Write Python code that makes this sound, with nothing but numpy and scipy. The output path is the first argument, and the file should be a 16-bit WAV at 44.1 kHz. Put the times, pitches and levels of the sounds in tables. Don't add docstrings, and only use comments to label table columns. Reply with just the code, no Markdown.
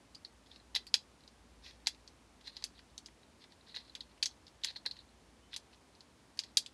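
import sys
import numpy as np
from scipy import signal
from scipy.fft import rfft, irfft, next_fast_len
from scipy.io import wavfile
from scipy.ndimage import uniform_filter1d

SR = 44100
rng = np.random.default_rng(int(sys.argv[2]) if len(sys.argv) > 2 else 0)


def master_out(mix):
    frames = np.transpose(np.atleast_2d(mix))
    ceiling = np.clip(frames, -1, 1)
    pcm = np.round(ceiling * 32767).astype(np.int16)
    wavfile.write(sys.argv[1], SR, pcm)


def attenuation_scalar(level_db):
    decades = np.asarray(level_db, float) / 20
    return 10 ** decades


N = 296831

# [t/s, level/dB]
RUMBLE_SWELL = [(0, -66), (.75, -64), (.95, -69), (1.3, -64), (1.65, -58), (2.1, -64.5), (2.9, -65),
                (3.2, -69), (3.55, -72.5), (4.1, -64.5), (4.4, -72), (4.7, -66.5), (5.5, -67), (6.1, -78),
                (6.73, -68)]
# [f/Hz, density/dB]
AIR_COLOUR = [(41, -30), (70, 1.5), (145, -5.5), (252, -0.5), (378, -6.5), (748, -9.5), (926, -9),
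              (1360, -14), (3000, -17.5), (4400, -18.5), (9490, -24.5), (11500, -30.5), (15000, -58),
              (22000, -120)]
# [f/Hz, level/dB]
CONVERTER_GAP = [(11450, 0), (11600, -5), (11760, -26), (12250, -30), (12400, -9), (12600, -6),
                 (14000, -11), (15700, -20), (16500, -33), (16800, -60)]
# [f/Hz, width/Hz, level/dB]
SHEET_MODES = [(488, 84, -20.5), (906, 210, -10.5), (1643, 110, -7), (1962, 230, -2), (2640, 660, -3.5)]
# [f/Hz, width/Hz, level/dB]
BLADE_MODES = [(3440, 220, -4.5), (4010, 200, -2.5), (4535, 600, 4.5), (5000, 210, -7.5), (6030, 430, -6)]
# [start t/s, end t/s, level/dB, width/Hz]
SCRAPES = [(0.457, .492, -82, 900), (.492, 0.58, -67.5, 1200), (1.198, 1.28, -82, 890),
           (1.617, 1.662, -69, 2330), (1.636, 1.709, -57.5, 2260), (1.702, 1.777, -73, 2300),
           (2.402, 2.433, -75, 1510), (2.437, 2.508, -58.5, 1200), (2.503, 2.587, -67, 900),
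           (2.564, 2.647, -67, 1000), (2.737, 2.808, -69, 900), (3.394, 3.463, -67, 1500),
           (3.5, 3.55, -72, 1200), (3.662, 3.736, -62.5, 900), (3.734, 3.825, -59, 1200),
           (3.81, 3.943, -71, 900), (4.09, 4.126, -72, 900), (4.63, 4.716, -48, 1000),
           (4.71, 4.782, -69, 800), (4.94, 5.033, -67, 705), (5.508, 5.57, -63, 1490),
           (5.724, 5.75, -67.5, 903), (5.92, 5.996, -81, 1200), (6.428, 6.52, -72, 1190)]
# [start t/s, end t/s, level/dB, f/Hz, width/Hz, body level/dB]
PIVOT_SQUEAK = (5.415, 5.505, -77, 3030, 70, -39)
# [t/s, level/dB, sheet f/Hz, treble level/dB, body level/dB]
SNAPS = [(0.2489, -36.5, 4370, -20.5, -14), (0.751, -22, 4200, -13, -22), (0.7604, -22.5, 3900, -18.5, -4),
         (0.8685, -43, 4270, -7, -11), (0.9417, -12, 4000, -15.5, -15), (1.8707, -15.5, 4110, -15, -8.5),
         (2.4733, -40, 4200, -16, -3), (2.5678, -34, 4130, -18.5, -15), (2.6405, -25, 4780, -12.5, -27),
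         (2.979, -35.5, 5350, -15.5, -24), (3.0602, -39, 5200, -16, -24), (3.7688, -36, 3960, -21.5, -0.5),
         (3.952, -33, 3440, -15.5, -11), (4.0071, -33.5, 4060, -20, -14.5),
         (4.6463, -22.5, 4430, -12.5, -6), (4.704, -40.5, 4030, -18.5, -2), (4.9117, -33, 4200, -20.5, -15),
         (5.5316, -38.5, 3500, -20, 1), (5.5636, -29, 4760, -12, -13), (6.391, -21.5, 4600, -16, -15.5),
         (6.437, -38.5, 4050, -16, -10.5), (6.5714, -17.5, 5300, -12.5, -15.5),
         (6.572, -13, 5600, -11.5, -24), (6.662, -36.5, 3570, -17, -22)]
# [t/s, level/dB, sheet f/Hz, treble level/dB, body level/dB]
CRUNCHES = [(0.1483, -45.5, 4660, -16, -22), (0.1523, -46, 4820, -25, -21), (0.5143, -49, 3700, -20, -7),
            (0.5601, -49, 4200, -20.5, 0), (0.7466, -44, 3930, -28, 5), (0.763, -25.5, 3870, -19.5, -3.5),
            (0.8717, -45.5, 4660, -22, -25), (2.477, -37.5, 3990, -22.5, -4),
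            (2.7805, -58, 3470, -19, -0.5), (3.694, -51, 3880, -22, -10), (3.744, -42.5, 3760, -28, 2.5),
            (3.7494, -38.5, 4230, -18.5, -11), (3.762, -34.5, 4070, -20, -3.5),
            (4.2273, -19.5, 4400, -16, -12.5), (4.258, -25, 5220, -16.5, -10.5),
            (4.6366, -29, 3750, -17.5, -30), (4.6844, -39.5, 4120, -31, -4),
            (4.7632, -36.5, 4230, -21.5, -6), (4.8547, -42.5, 4100, -32, 3), (4.8614, -24.5, 4120, -23, -5),
            (4.967, -52, 3900, -16.5, 0.5), (5.5402, -34.5, 3670, -20, -32.5),
            (6.3734, -50.5, 4890, -13, 2), (6.5775, -25.5, 4400, -19.5, -17)]
# [t/s, level/dB, sheet f/Hz, body level/dB]
TICKS = [(1.2777, -46, 4500, -30.5), (1.6632, -45.5, 3620, 2.5), (1.7096, -48, 3710, -5),
         (1.8617, -41, 4230, -3), (1.9474, -53.5, 4000, 2), (2.0771, -43.5, 5000, -12),
         (6.663, -45, 7800, -20), (2.411, -53, 3700, -3), (2.464, -55, 4350, -16), (2.5608, -50, 3990, -10),
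         (2.624, -42.5, 4130, -1), (2.7918, -47.5, 3800, 2), (3.4225, -56, 3770, 1),
         (3.4408, -51.5, 3590, 2), (3.5215, -53.5, 3900, -1), (3.6847, -55, 3920, -4),
         (4.178, -57, 2300, -5), (3.085, -60, 3060, 12), (5.732, -61, 3600, 10.5), (4.617, -58, 3500, 0),
         (0.938, -55, 4500, -10), (1.802, -60, 3600, -2), (2.9, -61, 4000, -8), (4.312, -50, 4250, -20),
         (4.4681, -46.5, 4180, -24), (4.4806, -47.5, 3880, -11), (4.725, -52, 4300, -16),
         (5.524, -54, 3820, -12), (5.952, -53.5, 4600, -11), (6.007, -44.5, 4300, -18)]
# [t/s, level/dB, sheet f/Hz, body level/dB]
PINGS = [(0.599, -58, 4130, -2), (0.8867, -55, 4800, -5), (3.232, -56.5, 3970, -1), (3.609, -58, 4000, -11),
         (3.6726, -57, 3930, 2), (3.72, -62, 4210, -14), (3.786, -45, 4200, -12),
         (3.8965, -48.5, 4000, -18), (3.9763, -55, 3950, -12), (4.7594, -38, 4250, -3),
         (4.989, -46.5, 4030, -8), (5.09, -59, 4100, -12)]
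FAINT_TICKS = [0.462, 0.47, 1.207, 1.237, 3.4188, 3.8505, 3.88, 4.7526, 5.0044, 5.746]


def unit(x):
    return x / np.sqrt(np.mean(x ** 2))


def fade(t, t60):
    return np.exp(-np.log(1000) * t / t60)


def band(x, hz, width_hz):
    return signal.lfilter(*signal.iirpeak(hz, hz / width_hz, fs=SR), x)


def steep(x, hz, width_hz):
    for _ in range(3):
        x = band(x, hz, 2 * width_hz)
    return x * np.sqrt(SR / width_hz / 2)


def modes(force, table):
    return sum(attenuation_scalar(db) * steep(force, hz, width_hz) for hz, width_hz, db in table)


def shaped(x, points):
    hz, db = np.transpose(points)
    size = next_fast_len(len(x)) * 2
    bins_hz = np.arange(size // 2 + 1) * SR / size
    curve_db = np.interp(np.log(bins_hz + 1), np.log(hz), db)
    cepstrum = irfft(np.log(attenuation_scalar(curve_db)))
    cepstrum[1:size // 2] *= 2
    cepstrum[size // 2 + 1:] = 0
    return irfft(rfft(x, size) * np.exp(rfft(cepstrum)), size)[:len(x)]


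def grit(size, spread_db):
    return unit(rng.standard_normal(size) * attenuation_scalar(spread_db * rng.exponential(size=size)))


def background():
    lows, highs = [(44, -31.0), (56, -6)], [(12500, -28), (16000, -33.5)]
    hiss = shaped(rng.standard_normal(N), lows + list(AIR_COLOUR[1:-2]) + highs)
    wander = uniform_filter1d(rng.standard_normal(N), size=3000)
    drift_hz = 2.5 * unit(uniform_filter1d(wander, size=3000))
    line = np.sqrt(2) * np.sin(2 * np.pi * np.cumsum(56 + drift_hz) / SR)
    rumble = .8 * line + .4 * unit(steep(rng.standard_normal(N), 58, 14))
    swell_db = np.interp(np.arange(N) / SR, *np.transpose(RUMBLE_SWELL))
    return attenuation_scalar(-64.5) * unit(hiss) + attenuation_scalar(-3.5) * rumble * attenuation_scalar(swell_db)


def room(x):
    t = np.arange(SR // 4) / SR
    build = 1 - np.exp(-t / 0.0066)
    tail = rng.standard_normal(len(t)) * fade(t, t60=0.15) * build
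    return attenuation_scalar(-41) * signal.fftconvolve(x, band(tail, 4300, 9600))[:N]


def scrape():
    out = np.zeros(N)
    gusts = attenuation_scalar(2.4 * unit(uniform_filter1d(rng.standard_normal(N), size=150)))
    grains = grit(size=N, spread_db=1.6)
    drags = [(start, end, db, 4120, width_hz, -6.5 - 3.5 * width_hz / 1e3)
             for start, end, db, width_hz in SCRAPES]
    for start, end, db, hz, width_hz, body_db in drags + [PIVOT_SQUEAK]:
        span = slice(int(start * SR), int(end * SR))
        even = np.clip(width_hz / 2600, 0, 1)
        drag = (grains * gusts ** (1 - even))[span]
        drag = drag * np.hanning(len(drag)) ** 0.27
        drag = band(drag, hz, 1.73 * width_hz)
        hiss = attenuation_scalar(-10) * steep(drag, 9200, 5600)
        body = attenuation_scalar(body_db + 9) * modes(drag, SHEET_MODES)
        out[span] += attenuation_scalar(db) * unit(steep(drag, hz, width_hz) + hiss + body)
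    return out


def colour(force, hz, treble_db, blades_db):
    brittle = attenuation_scalar(2.04 * (treble_db + 16.5))
    sheet = steep(force, hz, np.clip(2600 * brittle, 250, 4000))
    blades = attenuation_scalar(blades_db) * np.minimum(brittle, 1) * modes(force, BLADE_MODES)
    treble = attenuation_scalar(1.17 * treble_db + 3.0) * steep(force, 8900, 5000)
    return sheet + blades + treble


def crack(hz, treble_db, body_db, rattle_db):
    t = np.arange(4096) / SR
    tear_s = 0.0013 * attenuation_scalar(-.3 * (treble_db + 17.5))
    tear = np.minimum(t / (.1 * tear_s), 1) * np.exp(-t / tear_s)
    rise = 1 - np.exp(-t / 0.001226)
    rattle = rise * fade(t, t60=0.061)
    thud = tear + 0.17 * rise * fade(t, t60=0.05)
    grains = [grit(size=4096, spread_db=1.2) for _ in range(3)]

    first = colour(grains[0] * tear, hz, treble_db - 4.5, blades_db=-6.5)
    first = first / np.sqrt(np.max(uniform_filter1d(first ** 2, size=50)))
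    rest = unit(colour(grains[1] * rattle, hz, treble_db, blades_db=-15))
    rest = rest * np.sqrt(np.mean(rattle ** 2))
    low = unit(modes(grains[2] * thud, SHEET_MODES)) * np.sqrt(np.mean(thud ** 2))
    return first + attenuation_scalar(rattle_db + 1.0) * rest + attenuation_scalar(body_db - 1.5) * low


def cuts():
    tick_treble_db, ping_treble_db = -16.5, -23
    crunch_rattle_db, tick_rattle_db = -3, -8.5
    rows = [(*row, -8 - 0.1064 * (row[1] + 30)) for row in SNAPS]
    rows += [(*row, crunch_rattle_db) for row in CRUNCHES]
    for table, treble_db in [(TICKS, tick_treble_db), (PINGS, ping_treble_db)]:
        rows += [(s, db, hz, treble_db, body_db, tick_rattle_db) for s, db, hz, body_db in table]
    rows += [(s, -56.5, 4050, tick_treble_db, -6, tick_rattle_db) for s in FAINT_TICKS]
    out = np.zeros(N + 4096)
    for s, db, *kind in rows:
        i = int((s - .0006) * SR)
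        out[i:i + 4096] += attenuation_scalar(db - 3.5) * crack(*kind)
    return out[:N]


def scene():
    near = cuts() + scrape()
    return (near + room(near) + background())[None]


def top_cut(x):
    return signal.sosfilt(signal.butter(12, 16550, fs=SR, output="sos"), x)


def record(dry):
    bass_cut = signal.butter(8, 46, "highpass", fs=SR, output="sos")
    dry = signal.sosfilt(bass_cut, dry)
    mix = shaped(dry[0], CONVERTER_GAP)[None]
    return top_cut(mix)


dry = scene()
out = record(dry)
master_out(out)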